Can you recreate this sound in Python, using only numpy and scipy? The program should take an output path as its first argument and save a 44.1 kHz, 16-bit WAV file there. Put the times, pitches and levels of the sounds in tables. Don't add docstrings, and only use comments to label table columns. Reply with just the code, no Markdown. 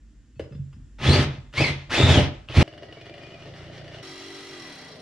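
import sys
import numpy as np
from scipy import signal
from scipy.fft import rfft, irfft, next_fast_len
from scipy.io import wavfile
from scipy.ndimage import uniform_filter1d, map_coordinates

SR = 44100
rng = np.random.default_rng(int(sys.argv[2]) if len(sys.argv) > 2 else 0)


def makeup_ratio(level_db):
    decades = np.asarray(level_db, float) / 20
    return 10 ** decades


def file_out(sig):
    cols = np.atleast_2d(sig).T
    lim = np.clip(cols, -1, 1)
    pcm = np.round(lim * 32767).astype(np.int16)
    wavfile.write(sys.argv[1], SR, pcm)


N = 221204

PASSAGE_CHANGES = (2.629, 4.028)

# (frequency [Hz], density [dB per Hz])
AIR = [(12, -64), (20, -100), (33, -9), (54, 0), (67, -14), (104, -17.5), (302, -21.5), (431, -38),
       (879, -47.5), (1790, -41.5), (2170, -46.5), (3300, -46.5), (4200, -51.5), (5510, -49), (7060, -52.5),
       (10600, -62), (14000, -86)]
AIR_DB = -51
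AIR_STIRS_S, AIR_STIRS_DB = .39, 1.5

# (frequency [Hz], width [Hz], level [dB])
BENCH = [(84, 34, 0), (140, 32, 1.5), (185, 50, -8), (260, 35, -5), (339, 26, -1), (420, 45, -7),
         (517, 25, -7), (592, 26, -4.5), (680, 25, -10), (740, 22, -10), (820, 35, -11), (950, 60, -17)]
# (frequency [Hz], width [Hz], level [dB])
BENCH_TOP = [(53.5, 22, 3), (86, 14.5, 7.5), (136.3, 11.4, 12), (196, 64, -2)]
# (frequency [Hz], width [Hz], level [dB])
LEGS = [(87.5, 10.2, 2), (136.7, 15, 4.5), (175, 18, -36)]
# (frequency [Hz], width [Hz], level [dB])
JAW = [(299, 53, -3), (429, 85, -2), (582, 93, -6.5)]
# (frequency [Hz], width [Hz], level [dB])
VICE_EXTRA = [(582, 112, 0.9), (706, 75, -5.0)]
# (frequency [Hz], width [Hz], level [dB])
STEEL = [(1264, 9.2, -14), (1719, 76, -1), (2440, 4.2, -14), (2900, 13, 0), (3446, 5.2, -5),
         (4290, 15, 5.5), (4420, 1.7, -17), (5400, 60, 15), (5800, 28, -18)]
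# (frequency [Hz], width [Hz], level [dB])
STEEL_DEEPER = [(1268, 16, -2), (1975, 45, 0), (2765, 74, -7), (3300, 83, -7), (3660, 78, -9),
                (3990, 130, -5), (4310, 55, -5), (4670, 67, -12), (5570, 98, -6), (6470, 40, -20),
                (7160, 56, -20), (8400, 23, -22), (9600, 67, -25)]
# (frequency [Hz], width [Hz], level [dB])
CASE = [(2060, 12, -4), (2300, 16, -9), (2600, 14, -17), (3700, 12, -3), (4650, 14, -8)]
# (frequency [Hz], width [Hz], level [dB])
FLUTE = [(1900, 250, -5), (2900, 160, 2), (3450, 150, -5), (4100, 200, -6), (4700, 300, -8),
         (5500, 300, -10)]
# (frequency [Hz], width [Hz], level [dB])
CLICK_RING = [(2750, 180, -2.0), (3690, 69, -2), (1300, 1080, 0), (5040, 38, 6.5)]
# (frequency [Hz], width [Hz], level [dB])
CHIRP_RING = [(1980, 90, 0), (3120, 250, -5), (3960, 70, -1), (4280, 100, 4), (4850, 120, -9),
              (5530, 120, 3.5), (5980, 120, -13), (8500, 250, -13)]

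# (time [s], click [dB], knock over it [dB], bench over it [dB])
KNOCKS = [(0.3593, -69, 2, 18), (0.395, -37.5, 14.5, 0), (0.4387, -51, 16, 7), (0.5074, -60, 11, 11),
          (0.5235, -53.5, 12, 11), (0.5485, -56, 17.5, 18.5), (0.5902, -70, -3, 32.5),
          (0.7285, -53, -13, 7.5), (0.759, -68, -6, 29.5), (0.8, -68, -4, 26), (0.9874, -48, 2, 0),
          (1.2284, -26, -24, -10), (1.528, -43.5, -3, -11), (1.5379, -35.5, 5.5, -9), (1.8967, -39, -8, -8),
          (2.4786, -54, 0, 3), (2.4867, -43, -14, -10), (2.4975, -54, 22.5, 9), (2.5173, -54, -8, -27)]
# (time [s], peak [dB], pitch [Hz])
TINKS = [
    (0.355, -67, 2600),
    (0.355, -74, 4400),
    (0.517, -59, 2630),
    (0.517, -68, 5050),
    (0.542, -69, 3500),
    (0.542, -69, 5000),
    (0.63, -79, 4970),
]
# (time [s], peak [dB])
PAWL = [
    (2.4867, -31),
    (2.499, -34),
    (2.5167, -34),
    (2.5234, -28),
]
# (frequency [Hz], width [Hz], level [dB])
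PAWL_RING = [(2600, 280, 0), (3020, 260, 1), (3530, 160, -7)]

# (time [s], gear mesh [Hz], motor effort [dB], bite of the bit [dB])
PULLS = [
    [(0.986, 1300, -46, -65), (1.0, 1496, -39, -33), (1.045, 2304, -25.5, -27), (1.098, 4150, -22.5, -8.5),
     (1.135, 4457, -21, -9.5), (1.17, 4250, -24.5, -20), (1.227, 3000, -26, -17.5),
     (1.255, 2462, -37.5, -26.5), (1.49, 2186, -67, -40)],
    [(1.525, 1807, -69, -55), (1.55, 1914, -37, -64), (1.58, 2158, -24.5, -21.5), (1.628, 2630, -24.5, -5),
     (1.652, 2060, -24.5, -46), (1.69, 2050, -27.5, -19), (1.758, 2050, -42.5, -35),
     (1.87, 2135, -51.5, -65)],
    [(1.89, 1001, -60, -22.5), (1.905, 1227, -28.5, -32), (1.945, 2255, -21.5, -37),
     (1.968, 3480, -23.5, -15.5), (2.05, 3673, -24.5, -10), (2.121, 3610, -22, -14.5),
     (2.19, 2900, -23.5, -6), (2.322, 1994, -48.5, -42), (2.46, 1525, -60, -49)],
    [(2.47, 899, -75, -47), (2.487, 995, -47, -30), (2.53, 1300, -36.5, -35), (2.57, 2249, -23.5, -12),
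     (2.628, 3070, -22.5, -11.5)],
]
# (time [s], gear mesh [Hz], motor effort [dB], bite of the bit [dB])
IDLE = [(0.97, 1300, -130, -130)]
# (trigger release time [s], mesh [dB], octave over mesh [dB],
#              slower stages over octave [dB], pitch tremble [share])
WHINE = [
    (1.125, -31, -17, 0, .04),
    (1.675, -26.5, -8, -10, .022),
    (2.15, -29, -15, -5, .029),
    (2.63, -36, -10, 1, .04),
]
# (time [s], bench thump [dB], vice rattle [dB], jaw rattle [dB])
GRABS = [(0.999, -31, -41, -37), (1.017, -19, -48, -44), (1.033, -19, -41, -43), (1.048, -14, -19, -35),
         (1.063, -12, -23, -27), (1.086, -3, -24, -26), (1.101, -15, -12.5, -24), (1.13, -9.5, -17.5, -23),
         (1.155, -12, -10, -16), (1.174, -33, -21.5, -30), (1.191, -7, -17, -26), (1.219, -11.5, -20, -29),
         (1.244, -14, -37, -35), (1.272, -16, -45, -38), (1.291, -17, -62, -39), (1.307, -34, -54, -56),
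         (1.574, -44, -40, -37), (1.601, -10, -19.5, -15), (1.636, -23, -21, -26.5), (1.656, -18, -35, -34),
         (1.676, -23, -31, -27), (1.704, -16.5, -30, -31), (1.732, -25, -40, -43), (1.761, -24, -53, -43),
         (1.913, -27.5, -30, -25), (1.936, -24, -29, -21), (1.954, -36, -28, -31), (1.979, -26, -23, -19),
         (1.998, -11.5, -6, -14.5), (2.025, -11, -35, -30), (2.047, -5, -32, -28), (2.066, -20, -28, -13.5),
         (2.091, -21, -16, -11.5), (2.107, -20, -17, -21), (2.132, -11, -32, -26), (2.152, -24, -18, -18),
         (2.168, -24, -13, -21), (2.18, -21, -30, -13), (2.197, -4.5, -22.5, -19), (2.236, -16, -34, -41),
         (2.265, -26, -26, -41), (2.28, -28, -34, -35), (2.539, -45, -39, -23), (2.571, -3, -19.5, -22.5),
         (2.601, -11, -24, -21), (2.621, -7, -16, -12.5)]
# (frequency [Hz], density [dB per Hz])
PULL_GRIND = [(530, -4), (900, -2.5), (1590, -3.5), (1800, -1), (2640, -2), (3550, -3.5), (4710, -11.5),
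              (6500, -18), (8450, -68), (14300, -120)]
# (frequency [Hz], density [dB per Hz])
PULL_FIZZ = [(2940, -41), (5000, 1.5), (6680, -12), (7280, -9), (8090, -8), (9640, -10), (12000, -23.5),
             (15600, -19)]
DULL_GRIND_DB = [-0.2, -4.5, -1, 0]
FULL_EFFORT_DB, FULL_BITE_DB = -24, -17
RATTLE_DB, RATTLE_BY_EFFORT, RATTLE_BY_BITE = -22, 0.66, 0.7
FIZZ_DB, FIZZ_BY_EFFORT = -37, 1.32
CASE_FED_DB = 4
WHINE_BY_EFFORT, COAST_DB_PER_S = 2.6, 155
SPIN_UP_DB = 0.04
GRAB_T60_S, GRAB_BLOW = 0.085, 3.04
GRAB_THUMP_DB, GRAB_RATTLE_DB = 42.5, 33.5

# (time [s], speed [turns a second])
SLOW_TURNS = [(2.63, 18.8), (2.874, 20.2), (3.0, 22.0), (3.234, 23.6), (3.36, 24), (3.46, 27.2),
              (3.584, 29.2), (4.03, 29.2)]
# (level [dB], slope [dB per octave of speed])
SLOW_LAYERS = [
    (-48, 10.5),
    (-47.5, 3),
    (-52, 7.5),
]
# (frequency [Hz], level [dB])
SLOW_ANSWER = [(25, -13), (60, -23), (88, -5.5), (118, -1), (148, -1.5), (180, -6), (230, -42)]
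# (time [s], peak [dB], vice knock over it [dB])
CATCHES = [(2.6394, -48, 3), (2.6773, -36.5, -1), (2.7272, -43, -3), (2.7364, -41, 0), (2.7781, -38, -0.5),
           (2.8234, -43.5, 3.5), (2.8315, -37.5, 1.5), (2.8868, -45, 3), (2.9253, -37.5, -2.5),
           (2.9704, -48, 9), (3.0126, -36.5, -10), (3.056, -38.5, -7), (3.0664, -43, -1),
           (3.0959, -36.5, -6), (3.1398, -36.5, -12), (3.1792, -37.5, -5.5), (3.2234, -43, -11),
           (3.2344, -39, -10), (3.2674, -40, -5), (3.3054, -45, -2), (3.3189, -43.5, -2),
           (3.3428, -41.5, -7), (3.4226, -40, -4.5), (3.458, -39.5, -0.5), (3.4974, -48, 0),
           (3.5379, -40.5, -13), (3.5744, -50, -7), (3.6064, -45, 0), (3.6384, -46, -1), (3.6661, -43, -2),
           (3.6794, -44, -2), (3.6994, -47, 2), (3.7349, -43, -9), (3.7773, -36, -3), (3.8114, -44, 0),
           (3.8444, -38.5, -7), (3.8794, -36.5, -7), (3.9144, -48, 4), (3.9444, -36, -4), (3.9848, -38, -8)]
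# (time [s], peak [dB], pitch [Hz])
SQUEALS = [(2.880, -49.5, 1940), (2.961, -55, 2260), (3.000, -54.5, 2450), (3.042, -55, 2440),
           (3.082, -54, 2360), (3.121, -49, 2400), (3.175, -58, 1850), (3.206, -49.5, 2440),
           (3.242, -47.5, 2440), (3.256, -62, 2440), (3.333, -49, 2485), (3.352, -50, 2390),
           (3.388, -53, 2440)]
# (frequency [Hz], density [dB per Hz])
SLOW_RUB = [(30, 7), (70, 9), (150, -2.5), (300, 10.5), (430, 5.5), (510, 3), (590, 11.5), (800, 2.5),
            (1000, -89)]
# (frequency [Hz], density [dB per Hz])
SLOW_GRIND = [(470, -33), (800, -5), (1540, -3), (1920, 1.5), (2600, -8), (2920, 3), (3170, -5.5),
              (5610, -13), (6530, -21.5), (13000, -41)]
CATCH_DB, CATCH_KNOCK_DB = 11.5, 20
SHAKE_FROM_S, SHAKE_BEFORE_DB = 3.36, -3

# (time [s], speed [turns a second])
FAST_TURNS = [(4.03, 47.4), (4.12, 46.4), (4.256, 47.9), (4.436, 48.8), (4.502, 48.6), (4.622, 41.8),
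              (4.712, 36.0), (4.768, 33.4), (4.828, 30.5), (4.914, 27), (5.02, 22)]
# (level [dB], slope [dB per octave of speed])
FAST_LAYERS = [
    (-38.5, 8),
    (-55.5, -4),
    (-45, -0.5),
    (-60.5, 5),
]
# (frequency [Hz], level [dB])
FAST_ANSWER = [(45, -16), (97, -5), (146, -1), (180, -3), (210, -10), (258, -2), (295, -1), (345, 0),
               (390, 0), (430, -7), (500, -22)]
GEAR_ORDERS = [-22, -7, -13, -15, -12, -4, -1, 1, -5, -8]
# (frequency [Hz], density [dB per Hz])
FAST_RUB = [(30, -22), (120, 3), (200, -0.5), (450, -0.5), (600, 1), (800, -2), (1000, -90)]
# (frequency [Hz], density [dB per Hz])
FAST_GRIND = [(470, -7.5), (800, -5), (1630, -4.5), (2020, -4), (2280, -4), (5590, -9.5), (6200, -48),
              (8060, -56), (13600, -120)]
# (frequency [Hz], density [dB per Hz])
FAST_FIZZ = [(3650, -26), (6200, 0), (8890, -10.5), (10700, -12), (14100, -22), (15500, -37)]
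EASE_S, EASE_DB_PER_S = 4.79, 30

# (frequency [Hz], t60 [s])
GARAGE_T60 = [(100, 0.32), (1000, 0.43), (5000, 0.21), (12000, 0.015)]
# (frequency [Hz], side minus mid [dB])
SIDE_DB = [(40, -15), (70, -12), (125, -21), (250, -25), (400, -21), (550, -12), (1000, -10), (2000, -10),
           (4000, -5.5), (8000, -.5), (14000, -1)]
# (frequency [Hz], left minus right [dB])
LEAN = [(60, -1.5), (110, -1), (200, -.5), (380, 0), (700, 2.2), (1290, 1.0), (2380, 1.2), (4400, .5),
        (8120, -2.5), (15000, -7)]


def seconds():
    return np.arange(N) / SR


def unit(x):
    return x / np.sqrt(np.mean(x ** 2) + 1e-20)


def along(points, hz):
    f, v = np.transpose(points)
    return np.interp(np.log(hz + 1), np.log(f + 1), v)


def curves(*tables):
    s, *columns = np.transpose(np.vstack(tables))
    return [np.interp(seconds(), s, c) for c in columns]


def wobble(rate):
    at = np.arange(0, N + 32, 32)
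    knots = rng.standard_normal(int(N * rate / SR) + 4)
    return np.interp(np.arange(N), at, map_coordinates(knots, [at * rate / SR]))


def above(hz, corner):
    return 1 / (1 - 1j * corner / (hz + 1))


def below(hz, corner):
    return 1 / (1 + 1j * hz / corner)


def filtered(x, response):
    m = next_fast_len(N + SR // 2)
    return irfft(rfft(x, m) * response(np.fft.rfftfreq(m, 1 / SR)), m)[..., :N]


def rung(x, modes, between_db=-120, lo_hz=0, hi_hz=1e5):
    use = [m for m in modes if lo_hz <= m[0] < hi_hz]

    def response(f):
        total = np.full(len(f), makeup_ratio(between_db), complex)
        for k, (centre, width, db) in enumerate(use):
            damping = 1j * f * width
            total += (-1) ** k * makeup_ratio(db) * damping / (centre * centre - f * f + damping)
        return total

    return filtered(x, response)


def scrape(spectrum, modes, lift, grain, again=0):
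    rough = (rng.standard_normal(N) + again) * grain
    level_modes = [(centre, width, 0) for centre, width, _ in modes]
    ringing = rung(rough, level_modes, between_db=-lift)
    return unit(filtered(ringing, lambda hz: makeup_ratio(along(spectrum, hz))))


def strikes(rows, t60, blow_db=15):
    t = np.arange(SR // 10) / SR
    trains = np.zeros((len(rows[0]) - 1, N + len(t)))
    for s, db, *rel in rows:
        burst = rng.standard_normal(len(t)) * makeup_ratio(-60 * t / t60)
        burst[0] = makeup_ratio(blow_db)
        levels = makeup_ratio(db + np.array([0, *rel]))
        trains[:, round(s * SR):][:, :len(t)] += levels[:, None] * burst
    return trains[:, :N]


def bites(rate, spread_db):
    return (rng.random(N) < rate / SR) * makeup_ratio(spread_db * rng.standard_normal(N))


def by_speed(turns, layers, at_hz):
    turns_hz, = curves(turns)
    return [db + slope * np.log2(turns_hz / at_hz) for db, slope in layers]


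def background():
    t = seconds()
    stir = makeup_ratio(1.2 * wobble(1.8) + AIR_STIRS_DB * (t > AIR_STIRS_S))
    air = scrape(AIR, [(7280, 400, 0)], 4.1, stir)
    mains = makeup_ratio(-3 + 1.5 * wobble(6)) * np.sin(2 * np.pi * 49.5 * t + .4 * wobble(4))
    lamp = makeup_ratio(-35) * np.sin(2 * np.pi * 1825 * t)
    return makeup_ratio(AIR_DB) * (air + mains + lamp)


def squeals(rows):
    out, t = np.zeros(N), np.arange(SR // 20) / SR
    swell = (t / .01) * np.exp(1 - t / .01)
    for s, db, hz in rows:
        out[round(s * SR):][:len(t)] += makeup_ratio(db) * np.sin(2 * np.pi * hz * t) * swell
    return out


def handling():
    click, knock, boom = strikes(KNOCKS, t60=.07)
    bright = rung(click, CLICK_RING, between_db=-19.0)
    bright = filtered(bright, lambda hz: below(hz, 6500) ** 3 * above(hz, 500))
    boom = rung(rung(boom, BENCH_TOP), [(125, 78, 0)])
    pawl = makeup_ratio(9) * rung(strikes(PAWL, t60=0.027)[0], PAWL_RING)
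    contacts = makeup_ratio(8.5) * bright + makeup_ratio(17.5) * rung(knock, JAW) + makeup_ratio(29.5) * boom
    return pawl + squeals(TINKS) + contacts


def whine():
    hz, effort_db, _ = curves(IDLE, *PULLS)
    t = seconds()
    pull = np.searchsorted([rows[0][0] for rows in PULLS[1:]], t)
    off_s, db, octave_db, slower_db, tremble = np.transpose(WHINE)[:, pull]
    db = db + WHINE_BY_EFFORT * np.minimum(effort_db - FULL_EFFORT_DB, 0)
    db = db - COAST_DB_PER_S * np.maximum(t - off_s, 0)
    spin_up = uniform_filter1d(np.gradient(np.log2(hz)) * SR, size=600)
    db = db + SPIN_UP_DB * np.clip(spin_up, 0, 20)
    octave_db = octave_db + db
    turn = 2 * np.pi * np.cumsum(hz * (1 + tremble * wobble(260))) / SR
    beat = makeup_ratio(3.8 * wobble(130) + 3 * np.sin(turn / 36))
    mesh = np.sin(turn + np.pi / 7 * wobble(500))
    octave = makeup_ratio(3.5 * wobble(200) - 4 * np.log2(hz / 2400)) * np.sin(2 * turn + 1.5 * wobble(300))
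    half = makeup_ratio(slower_db + 3 + 4 * wobble(90)) * np.sin(turn / 2 + wobble(150))
    four_fifths = makeup_ratio(slower_db - 1.5 + 5 * wobble(60)) * np.sin(.8 * turn + wobble(150))
    upper = octave + half + four_fifths
    gears = np.sqrt(2) * unit(beat) * (makeup_ratio(db + 1.0) * mesh + makeup_ratio(octave_db - 1.0) * upper)
    return gears + makeup_ratio(1.5) * rung(gears, CASE)


def grabs():
    kick, vice, jaw = trains = np.zeros((3, N))
    for s, *db in GRABS:
        trains[:, round(s * SR)] = makeup_ratio(db)
    thump = sum(rung(-kick, [mode]) for mode in LEGS)
    thump = filtered(thump, lambda hz: above(hz, 40) ** 2 * below(hz, 400) ** 2)
    blows = bites(900, spread_db=4.0)
    dying = makeup_ratio(-60 * np.arange(SR // 4) / SR / GRAB_T60_S)

    def shaken(shake):
        return blows * signal.fftconvolve(shake, dying)[:N] + GRAB_BLOW * shake

    rattle = rung(shaken(vice), BENCH, lo_hz=220, hi_hz=470) - rung(shaken(jaw), BENCH, lo_hz=470)
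    rattle = filtered(rattle, lambda hz: above(hz, 120) * below(hz, 1400) ** 2)
    return makeup_ratio(GRAB_THUMP_DB) * thump + makeup_ratio(GRAB_RATTLE_DB) * rattle


def pulls():
    _, grind_db, thump_db = curves(IDLE, *PULLS)
    effort_db = grind_db - FULL_EFFORT_DB
    rattle_db = RATTLE_DB + RATTLE_BY_EFFORT * effort_db + RATTLE_BY_BITE * (thump_db - FULL_BITE_DB)
    fizz_db = FIZZ_DB + FIZZ_BY_EFFORT * effort_db
    grab = wobble(45.1)
    thump = unit(rung(bites(200, spread_db=-10.0) * makeup_ratio(1.3 * grab), BENCH, hi_hz=220))
    thump = filtered(thump, lambda hz: above(hz, 32) ** 2 * below(hz, 1500) ** 2)
    rattle = unit(rung(bites(600, spread_db=0.5) * makeup_ratio(2.0 * grab), BENCH, lo_hz=220))
    rattle = filtered(rattle, lambda hz: below(hz, 3000) ** 2)
    grind = scrape(PULL_GRIND, STEEL[:-1], 7, makeup_ratio(1.6 * grab + 1.6 * wobble(400)))
    pull = np.searchsorted([rows[0][0] for rows in PULLS[1:]], seconds())
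    low_grind = filtered(grind, lambda hz: 1 / (1 + (hz / 1700) ** 6))
    grind = grind + (makeup_ratio(DULL_GRIND_DB)[pull] - 1) * low_grind
    case = rung(makeup_ratio(grind_db + CASE_FED_DB) * grind, CASE)
    fizz = scrape(PULL_FIZZ, [(7100, 300, 0)], 3, makeup_ratio(.8 * grab + 1.1 * wobble(400)))
    shaking = grabs() + makeup_ratio(thump_db - 7.0) * thump + makeup_ratio(rattle_db - 9.0) * rattle
    return shaking + makeup_ratio(grind_db - 2.5) * grind + case + makeup_ratio(fizz_db - 7.5) * fizz


def shaft(turns, answer, orders_db, rough, smear):
    turns_hz, = curves(turns)
    angle = 2 * np.pi * np.cumsum(turns_hz) / SR
    tones = np.zeros(N)
    for k, db in enumerate(orders_db, start=1):
        level = makeup_ratio(db + along(answer, k * turns_hz) + rough * wobble(18))
        tones += level * np.sin(k * angle + 0.29 * rough * wobble(2.73) + smear * k * k)
    return angle, tones


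def slow_cut():
    shake_db, rattle_db, grind_db = by_speed(SLOW_TURNS, SLOW_LAYERS, 25)
    angle, shake = shaft(SLOW_TURNS, SLOW_ANSWER, np.zeros(8), rough=1.5, smear=.3)
    click, knock = strikes(CATCHES, t60=.045, blow_db=18)
    flute = rung(click, FLUTE, between_db=-19)
    flute = filtered(flute, lambda hz: below(hz, 6000) ** 4 * above(hz, 900))
    vice = rung(rung(knock, JAW + VICE_EXTRA), [(536, 1800, 0)])
    catch = makeup_ratio(CATCH_DB) * flute + makeup_ratio(CATCH_KNOCK_DB) * vice
    rub = makeup_ratio(rattle_db - 2.0) * scrape(SLOW_RUB, BENCH, 17.0, makeup_ratio(1.1 * wobble(40)))
    grain = makeup_ratio(0.33 * np.sin(angle) + 2.3 * wobble(29.95) + 0.89 * wobble(300))
    grind = makeup_ratio(grind_db - 1.5) * scrape(SLOW_GRIND, STEEL, 2.9, grain)
    shake_db = shake_db + SHAKE_BEFORE_DB * np.clip((SHAKE_FROM_S - seconds()) / 0.037, 0, 1)
    return makeup_ratio(shake_db - 1.5) * shake + catch + rub + grind + squeals(SQUEALS)


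def fast_cut():
    hum_db, rattle_db, grind_db, fizz_db = by_speed(FAST_TURNS, FAST_LAYERS, 48)
    ease_db = -EASE_DB_PER_S * np.maximum(seconds() - EASE_S, 0)
    angle, hum = shaft(FAST_TURNS, FAST_ANSWER, GEAR_ORDERS, rough=1.1, smear=1.35)
    profile = unit(irfft(np.exp(2j * np.pi * rng.random(81))))
    place = angle / (2 * np.pi) * 160 + .25 * wobble(12)
    burrs = map_coordinates(profile, [place], mode="grid-wrap")
    throb = makeup_ratio(1.0 * np.sin(angle) + 0.5 * np.sin(2 * angle) + 0.46 * wobble(300) + 0.22 * wobble(25.14))
    rub = makeup_ratio(rattle_db + 1.5) * scrape(FAST_RUB, BENCH[1:], 4, throb, .18 * burrs)
    teeth = np.sin(26.6 * angle + .9 * np.sin(angle) + 1.1 * wobble(30))
    mesh = makeup_ratio(hum_db - 16 + 3.5 * wobble(20)) * teeth
    once_a_turn = np.diff(angle // (2 * np.pi), prepend=0)
    nick = once_a_turn * np.sign(wobble(900)) * makeup_ratio(23 + 2.5 * wobble(40))
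    hiss = rng.standard_normal(N) * makeup_ratio(9 * np.cos(angle) - 9)
    chirp = unit(rung(nick + hiss, CHIRP_RING))
    edge = scrape(FAST_GRIND, STEEL_DEEPER[1:], 8.5, throb, .45 * burrs) + makeup_ratio(-6) * chirp
    grind = makeup_ratio(grind_db + ease_db - 1.5) * edge + mesh
    fizz = makeup_ratio(fizz_db + ease_db) * scrape(FAST_FIZZ, STEEL_DEEPER, 3.7, throb)
    return makeup_ratio(hum_db - 8.0) * hum, rub + grind + fizz


def garage(x, wet_db):
    hz, t, z = signal.stft(rng.standard_normal((2, SR // 2)), SR, nperseg=256)
    t60 = along(GARAGE_T60, hz)[:, None]
    tail = signal.istft(z * makeup_ratio(-60 * t / t60) / np.sqrt(t60), SR, nperseg=256)[1]
    tail = tail / np.linalg.norm(tail[0])
    hz, t, z = signal.stft(x, SR, nperseg=512)
    drift = np.cumsum(rng.standard_normal(z.shape), axis=1) * np.clip(hz / 4000, .15, 2.5)[:, None]
    moved = signal.istft(z * np.exp(1j * drift), SR, nperseg=512)[1][:N]
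    late = np.pad([x, moved], ((0, 0), (150, 0)))
    echo = signal.fftconvolve(late, tail, axes=1)[:, :N]
    side = filtered(echo[1], lambda f: makeup_ratio(along(SIDE_DB, f) + 5.0))
    middle = filtered(echo[0], lambda f: np.abs(above(f, 60)))
    return x + makeup_ratio(wet_db) * middle + np.array([side, -side])


def scene():
    passage = np.searchsorted(PASSAGE_CHANGES, seconds())
    first = garage(background() + handling() + whine() + pulls(), wet_db=-6.0)
    slow = garage(slow_cut(), wet_db=-6.5)
    hum, cutting = fast_cut()
    return np.choose(passage, [first, slow, hum + garage(cutting, wet_db=-6.0)])


def roll_off(x):
    return signal.sosfilt(signal.butter(12, 15750, fs=SR, output="sos"), x)


def record(dry):
    rounded = dry / (1 + np.abs(dry / .66) ** 4) ** (1 / 4)

    def lean(hz):
        lag = np.exp(-2j * np.pi * hz * 1.5 / SR / (1 + (hz / 4000) ** 2))
        half_db = along(LEAN, hz) / 2
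        return np.array([makeup_ratio(half_db) * lag, makeup_ratio(-half_db)]) / (1 + (hz / 13000) ** 8)

    return roll_off(filtered(rounded, lean))


dry = scene()
out = record(dry)
file_out(out)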